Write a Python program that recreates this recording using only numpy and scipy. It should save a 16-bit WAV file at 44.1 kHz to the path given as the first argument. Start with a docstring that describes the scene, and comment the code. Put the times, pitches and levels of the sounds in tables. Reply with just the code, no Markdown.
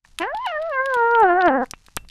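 """Kitten yowling over wet food

One long, nasal call, close by, leaps up, then sinks step by step into a buzzing growl: harmonics
of the vocal folds through three resonances, plus rasping air. Lips and tongue click (pinged cavities),
bites knock on a faintly ringing bowl (damped taps, decaying modes) and food crackles (random pops).
Filtered noise makes a low rumble; a short, dull tail makes a quiet, soft room."""
import sys
import numpy as np
from scipy import signal
from scipy.fft import rfft, irfft, next_fast_len
from scipy.io import wavfile
from scipy.ndimage import uniform_filter1d, map_coordinates

SR = 44100
rng = np.random.default_rng(int(sys.argv[2]) if len(sys.argv) > 2 else 0)


def log_audio(samples):
    """Write samples as a 16-bit WAV file to the path given in sys.argv[1]."""
    # one column per channel
    frames = np.atleast_2d(samples).T
    # limit to full scale, then quantise
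    limited = np.clip(frames, -1, 1)
    pcm = np.round(limited * 32767).astype(np.int16)
    wavfile.write(sys.argv[1], SR, pcm)


N = 92610

# Rumble level. Each row: time in seconds, level in dB.
RUMBLE_LEVEL = [(.02, -89), (.06, -52), (.27, -51), (1, -56), (1.25, -48.5), (1.5, -52.5), (1.68, -46),
                (1.93, -55.5), (1.99, -36.5), (2.1, -49)]
# Rumble spectrum. Each row: frequency in Hz, gain in dB.
RUMBLE_SPECTRUM = [(10, -3.5), (25, -3), (50, -13), (100, -22.5), (170, -26.5), (300, -37.5), (2000, -59)]
# Level of the chewing crackle. Each row: time in seconds, level in dB.
CRACKLE_LEVEL = [(.03, -102), (.05, -55.5), (.17, -68), (.22, -43), (.29, -63.5), (.44, -50), (.47, -41.5),
                 (.55, -56.5), (.62, -49.5), (.78, -56.5), (.95, -46.5), (1.02, -52), (1.27, -72.5),
                 (1.42, -58), (1.54, -75.5), (1.65, -51.5), (1.69, -71.5), (1.89, -61), (1.985, -69),
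                 (2.04, -74)]
# Crackle spectrum. Each row: frequency in Hz, gain in dB.
CRACKLE_SPECTRUM = [(300, -26.5), (800, -2), (1600, -4), (3500, -3.5), (6000, -2.5), (10000, -11.5),
                    (13000, -19)]
# Ringing modes of the bowl. Each row: frequency in Hz, level in dB, 60 dB decay time in seconds.
BOWL_MODES = [(1362, -8, .05), (2690, 0, .18), (5510, -20, .035)]
# Bites knocking on the bowl. Each row: start in seconds, level in dB, pitch in Hz.
BITES = [(0.348, -28, 850), (0.969, -27, 490), (1.231, -15, 1082), (1.481, -10, 1210),
         (1.7362, -18.5, 1160), (1.8844, -33, 1180), (1.971, -8.5, 1300), (2.049, -42, 1063)]
# Wet clicks of lips and tongue. Each row: start in seconds, peak level in dB, cavity pitch in Hz,
# gain of the sharp treble in dB.
CLICKS = [(0.049, -37.5, 1839, -27), (0.1873, -10, 3350, -2.5), (0.1889, -15.5, 3300, 8),
          (0.1973, -37, 3800, 5), (0.3474, -28.5, 3670, -12), (0.3717, -30.5, 4000, -2),
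          (0.4625, -25.5, 3700, 3), (0.6183, -33, 3600, -42), (0.623, -35.5, 3540, -3),
          (0.696, -40.5, 3700, 3.5), (0.859, -20.5, 3620, -4.5), (0.941, -21.5, 3380, 5),
          (0.948, -30, 3480, 4), (1.1111, -36.5, 4600, -32), (1.1506, -16.5, 2970, -48),
          (1.201, -33, 8807, -21), (1.409, -21.5, 3360, -44), (1.4211, -19, 3900, -51.5),
          (1.4596, -30.5, 5550, -36.5), (1.6574, -33, 2003, 0.5), (1.7105, -14, 5500, 2),
          (1.864, -35.5, 3800, 7.5), (1.9664, -4.5, 6510, 47), (2.0872, -34.5, 4000, 1),
          (2.0988, -33, 4100, -11.5)]
# Pitch of the call. Each row: time in seconds, fundamental in Hz.
CALL_PITCH = [(0.193, 324.0), (0.22, 336.4), (0.252, 407), (0.282, 518.0), (0.317, 599), (0.338, 698),
              (0.345, 842.5), (0.382, 886), (0.41, 1005.0), (0.436, 1044), (0.451, 1020), (0.463, 929),
              (0.473, 744), (0.513, 686), (0.523, 633.6), (0.577, 597.7), (0.608, 631.0), (0.677, 674),
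              (0.708, 608), (0.729, 548.4), (0.786, 518), (0.873, 548), (0.91, 529.5), (0.974, 476.2),
              (1.031, 463.7), (1.14, 471.7), (1.214, 444.6), (1.249, 377.8), (1.308, 345.9), (1.362, 358.4),
              (1.392, 382.1), (1.429, 360.1), (1.467, 349.6), (1.51, 254.0), (1.526, 270.7), (1.535, 256.0),
              (1.565, 281.8), (1.585, 244.1), (1.606, 232.6), (1.623, 271.5), (1.645, 237.6)]
# Loudness of the call. Each row: time in seconds, level in dB.
CALL_LEVEL = [(0.206, -24.5), (0.219, -21), (0.259, -25.5), (0.326, -30), (0.342, -25), (0.413, -29),
              (0.44, -28.5), (0.466, -20.5), (0.482, -26), (0.523, -28), (0.566, -23.5), (0.584, -25.1),
              (0.7, -26), (0.75, -24), (0.802, -17.5), (0.835, -24), (0.899, -22), (1.031, -15.5),
              (1.092, -17.5), (1.242, -11), (1.278, -16.3), (1.309, -14.5), (1.349, -17.5), (1.391, -15.5),
              (1.42, -18), (1.465, -11.8), (1.526, -19.1), (1.554, -17), (1.595, -21), (1.636, -20.5)]
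# Shape of the mouth and press of the throat. Each row: time in seconds, first resonance in Hz,
# second resonance in Hz, brightness in dB per octave, treble gain in dB.
MOUTH_SHAPE = [(0.2, 960, 1760.0, -2.5, 11), (0.226, 985, 1906.0, 3.7, 6), (0.256, 863.0, 1697.0, 4, -2),
               (0.293, 975, 1851.0, 6.6, -20.8), (0.344, 816, 1640.0, -8, -1.5),
               (0.432, 820, 1449.0, -5.5, 11), (0.488, 896.0, 1688.0, 4.5, 11.5),
               (0.531, 936, 1677.0, 4.5, -4), (0.576, 952.0, 1822.0, 2.5, -17),
               (0.605, 743.0, 1492.0, 2.3, -5.5), (0.707, 867, 1540.0, -1.5, -12),
               (0.739, 1060, 1745.0, 1, 6.5), (0.785, 878.0, 1871.0, 11.5, -41),
               (0.87, 917, 1750.0, 3, -26.5), (0.946, 930.5, 1440.0, 2, -14),
               (1.063, 848, 1499.0, 5, -15.5), (1.119, 855, 1358.0, 3.5, -10), (1.203, 885, 1461.0, 3, -8),
               (1.245, 795, 1496.0, 2, -6.5), (1.294, 830, 1577.0, 3, -6.5), (1.39, 795, 1550.0, 4.5, -19),
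               (1.412, 812, 1560.0, 6.5, -10), (1.493, 802.6, 1650.0, 1.7, -6.5),
               (1.558, 951.0, 1709.0, -0.5, -13.5), (1.596, 805.4, 1647.0, 0.4, -16.5),
               (1.638, 914, 1622.0, 0.5, -25)]
# Hoarseness. Each row: time in seconds, roughness from 0 to 1.
ROUGHNESS = [(.2, .5), (.23, .7), (.27, .5), (.34, .33), (.42, .05), (.49, .62), (.56, .28), (.65, .15),
             (.85, .06), (1.18, .09), (1.25, .29), (1.44, .26), (1.52, .19), (1.64, .26)]
# Spectrum of the vocal folds. Each row: frequency in Hz, gain in dB.
FOLD_SPECTRUM = [(250, -2.5), (500, -6.5), (1000, -23.5), (2000, -22), (2600, -20.5), (3500, -22.5),
                 (4300, -8.5), (6000, -3)]
# Spectrum of air rasping in the throat. Each row: frequency in Hz, gain in dB.
RASP_SPECTRUM = [(200, -44), (500, -23.5), (800, 15.5), (1200, 2.5), (1750, 10), (2600, -16.5),
                 (4500, -30.5), (10000, -53.5)]
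# Spectrum of the hiss that follows the treble. Each row: frequency in Hz, gain in dB.
HISS_SPECTRUM = [(900, -25.5), (2400, -4), (4200, -11), (6500, -43.5)]

ROOM_DB, ROOM_T60_S, ROOM_TOP_HZ = -28.5, 0.24, 5000
BAND_LIMIT_HZ = 13200

CRACKLE_PER_S, CRACKLE_SPREAD_DB = 4500, 12.5
MUFFLE_HZ = 4600  # corner of the duller crackle during the call

KNOCK_Q, KNOCK_TOP_HZ = 2.67, 3300
THUD_DB, THUD_S = -14.5, 0.00037
RATTLE_DB, RATTLE_S = -5, 0.0041
RING_DB, RING_DB_PER_DB = -31.5, 1.4  # ring grows faster than the bite

CLICK_Q, EDGE_HZ, EDGE_Q = 3, 8500, 1.3
SPIT_DB, SPIT_DB_PER_DB, SPIT_S = -31, .55, .003  # softer clicks have a larger share of spray
CLICK_RING_DB = -39.5

CALL_START_S, CALL_END_S, ATTACK_S, RELEASE_S = 0.197, 1.648, 0.0077, 0.016
PITCH_SMOOTH_S = .005
FIRST_WIDTH_HZ, SECOND_WIDTH_HZ, THIRD_HZ, THIRD_WIDTH_HZ = 130, 193, 2932, 350
TREBLE_FROM_HZ, TREBLE_RAMP_HZ = 1938, 442
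JITTER, JITTER_HZ = 0.011, 260  # fraction of pitch at roughness 1, knots per second
SHIMMER_DB, SHIMMER_HZ = 1.15, 400  # first harmonic at roughness 1
FLUTTER_DB, FLUTTER_HZ = 1.2, 35.017
SNAP_HARMONIC = 1.5  # folds open slowly and snap shut: higher harmonics come from the snap
RASP_DB, HISS_DB = -14.5, -26.5


def amp(db):
    """Decibels to gain."""
    return 10 ** (np.asarray(db) / 20)


def unit(x):
    """Scale to rms 1."""
    return x / np.sqrt(np.mean(x ** 2) + 1e-20)


def along(points, hz):
    """Read (Hz, value) points on a log-frequency axis."""
    f, v = np.transpose(points)
    return np.interp(np.log(hz + 1), np.log(f + 1), v)


def curves(rows):
    """One value per sample for each column after the time."""
    s, *cols = np.transpose(rows)
    return [np.interp(np.arange(N) / SR, s, c) for c in cols]


def wobble(rate):
    """Smooth random curve, rate knots a second."""
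    knots = rng.standard_normal(N // 8)
    return map_coordinates(knots, [np.arange(N) * rate / SR], mode="mirror")


def filtered(x, response):
    """x times a response of frequency."""
    m = next_fast_len(N + SR // 2)
    return irfft(rfft(x, m) * response(np.fft.rfftfreq(m, 1 / SR)), m)[..., :N]


def coloured(x, spectrum):
    """x shaped by a spectrum, at rms 1."""
    return unit(filtered(x, lambda hz: amp(along(spectrum, hz))))


def passed(x, hz, kind, order):
    """Causal low-pass or high-pass."""
    sos = signal.butter(order, min(hz, SR / 2 - 1), kind, fs=SR, output="sos")
    return signal.sosfilt(sos, x)


def add(track, s, sound):
    """Mix a sound in at time s, in place."""
    part = track[max(round(s * SR), 0):][:len(sound)]
    part += sound[:len(part)]


def rumble():
    """Low, uneven rumble: noise with a falling spectrum and a moving level."""
    level_db, = curves(RUMBLE_LEVEL)
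    return amp(level_db) * coloured(rng.standard_normal(N), RUMBLE_SPECTRUM)


def room(x):
    """Short, dull answer of a soft room: exponentially decaying noise, low-passed."""
    t = np.arange(SR // 3) / SR
    tail = rng.standard_normal(len(t)) * amp(-60 * t / ROOM_T60_S)
    answer = signal.fftconvolve(x, tail / np.linalg.norm(tail))[:N]
    return amp(ROOM_DB) * passed(answer, ROOM_TOP_HZ, "low", order=1)


def crackle():
    """Tiny bubbles of random size burst in the food, duller during the call."""
    level_db, = curves(CRACKLE_LEVEL)
    t = np.arange(N) / SR
    bursts = (rng.random(N) < CRACKLE_PER_S / SR) * rng.choice([-1, 1], N)
    size_db = CRACKLE_SPREAD_DB * np.clip(rng.standard_normal(N), -2, 2)
    bright = coloured(bursts * amp(size_db), CRACKLE_SPECTRUM)
    dull = filtered(bright, lambda hz: 1 / (1 + (hz / MUFFLE_HZ) ** 6))
    in_call = (t > CALL_START_S) & (t < CALL_END_S)
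    calling = uniform_filter1d(in_call * 1., size=SR // 10)
    return amp(level_db) * (calling * dull + (1 - calling) * bright)


def ping(t, hz, q):
    """Struck, quickly damped cavity."""
    return np.sin(2 * np.pi * hz * t) * np.exp(-np.pi * hz * t / q)


def bowl(t, modes):
    """Faint ring of the bowl: decaying sine modes, each level varied at random."""
    ring = 0
    for hz, db, t60_s in modes:
        decay = amp(db + rng.normal(0, 1) - 60 * t / t60_s)
        ring = ring + decay * np.sin(2 * np.pi * hz * t)
    return ring


def knocks():
    """The jaw closes: a dull tap, a soft thud and a short rattle; harder bites ring the bowl more."""
    out, t = np.zeros(N), np.arange(SR // 5) / SR
    for s, db, hz in BITES:
        tap = ping(t, hz, KNOCK_Q)
        thud = t / THUD_S * np.exp(1 - t / THUD_S)
        rattle = passed(rng.standard_normal(len(t)), hz, "high", order=2) * np.exp(-t / RATTLE_S)
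        blow = tap + amp(THUD_DB) * thud + amp(RATTLE_DB) * rattle
        blow = passed(blow, KNOCK_TOP_HZ, "low", order=6)
        ring = amp(RING_DB + RING_DB_PER_DB * db) * bowl(t, BOWL_MODES)
        add(out, s, ring - amp(db) * blow)
    return out


def smacks():
    """A wet film snaps, pings the mouth and sprays spit; only the bowl's top mode answers."""
    out, t = np.zeros(N), np.arange(SR // 10) / SR
    for s, db, hz, treble_db in CLICKS:
        spit = rng.standard_normal(len(t)) * np.exp(-t / SPIT_S)
        snap = amp(SPIT_DB - SPIT_DB_PER_DB * db) * spit
        snap[0] = 1
        cavity = passed(ping(t, hz, CLICK_Q), 1.3 * hz, "low", order=4)
        edge = passed(ping(t, EDGE_HZ, EDGE_Q), EDGE_HZ / 2, "high", order=2)
        click = signal.fftconvolve(snap, cavity + amp(treble_db) * edge)[:len(t)]
        click = passed(click, 0.38 * hz, "high", order=3)
        ring = amp(CLICK_RING_DB) * bowl(t, BOWL_MODES[-1:])
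        add(out, s, amp(db) * (click / abs(click).max() + ring))
    return out


def resonance(hz, centre_hz, width_hz):
    """Complex gain of one resonance of the throat and mouth."""
    return 1 / (1 - (hz / centre_hz) ** 2 + 1j * hz * width_hz / centre_hz ** 2)


def yowl(count=20):
    """Harmonics of the vocal folds pass three mouth resonances; air rasps once per cycle."""
    t = np.arange(N) / SR
    (pitch_hz,), (level_db,), (rough,) = curves(CALL_PITCH), curves(CALL_LEVEL), curves(ROUGHNESS)
    first_hz, second_hz, bright_db, treble_db = curves(MOUTH_SHAPE)
    pitch_hz = uniform_filter1d(pitch_hz, size=round(PITCH_SMOOTH_S * SR))
    pitch_hz = pitch_hz * (1 + JITTER * rough * wobble(JITTER_HZ))
    phase = 2 * np.pi * np.cumsum(pitch_hz) / SR

    k = np.arange(1, count + 1)[:, None]
    hz = k * pitch_hz
    flutter_db = FLUTTER_DB * np.array([wobble(FLUTTER_HZ) for _ in k])
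    treble = np.clip((hz - TREBLE_FROM_HZ) / TREBLE_RAMP_HZ, 0, 1)
    gain_db = along(FOLD_SPECTRUM, hz) + bright_db * np.log2(k) + treble_db * treble + flutter_db
    gain = amp(gain_db) * resonance(hz, first_hz, FIRST_WIDTH_HZ)
    gain = gain * resonance(hz, second_hz, SECOND_WIDTH_HZ)
    gain = gain * resonance(hz, THIRD_HZ, THIRD_WIDTH_HZ)
    gain /= np.sqrt(np.sum(abs(gain) ** 2, axis=0) / 2)  # rms 1: the level curve sets loudness

    # uneven closing shakes the overtones most
    shimmer = amp(SHIMMER_DB * rough * wobble(SHIMMER_HZ) * np.sqrt(k))
    snap_phase = np.arctan(k / SNAP_HARMONIC)
    tone = np.sum(gain * shimmer * np.exp(1j * (k * phase + snap_phase)), axis=0).real

    puffs = 1 + np.cos(phase)
    rasp = coloured(rng.standard_normal(N) * puffs, RASP_SPECTRUM)
    hiss = coloured(rng.standard_normal(N) * puffs, HISS_SPECTRUM)
    air = amp(RASP_DB) * rasp + rough * amp(HISS_DB + treble_db) * hiss

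    attack = np.clip((t - CALL_START_S) / ATTACK_S, 0, 1)
    release = np.clip((CALL_END_S - t) / RELEASE_S, 0, 1)
    return attack * release * amp(level_db) * (tone + rough * air)


def scene():
    """The kitten at its bowl, close by, in the room over the rumble."""
    kitten = yowl() + smacks() + knocks() + crackle()
    return (kitten + room(kitten) + rumble())[None]


def record(dry):
    """Steep band limit at the top of the treble."""
    return filtered(dry, lambda hz: 1 / (1 + (hz / BAND_LIMIT_HZ) ** 60))


dry = scene()
out = record(dry)
log_audio(out)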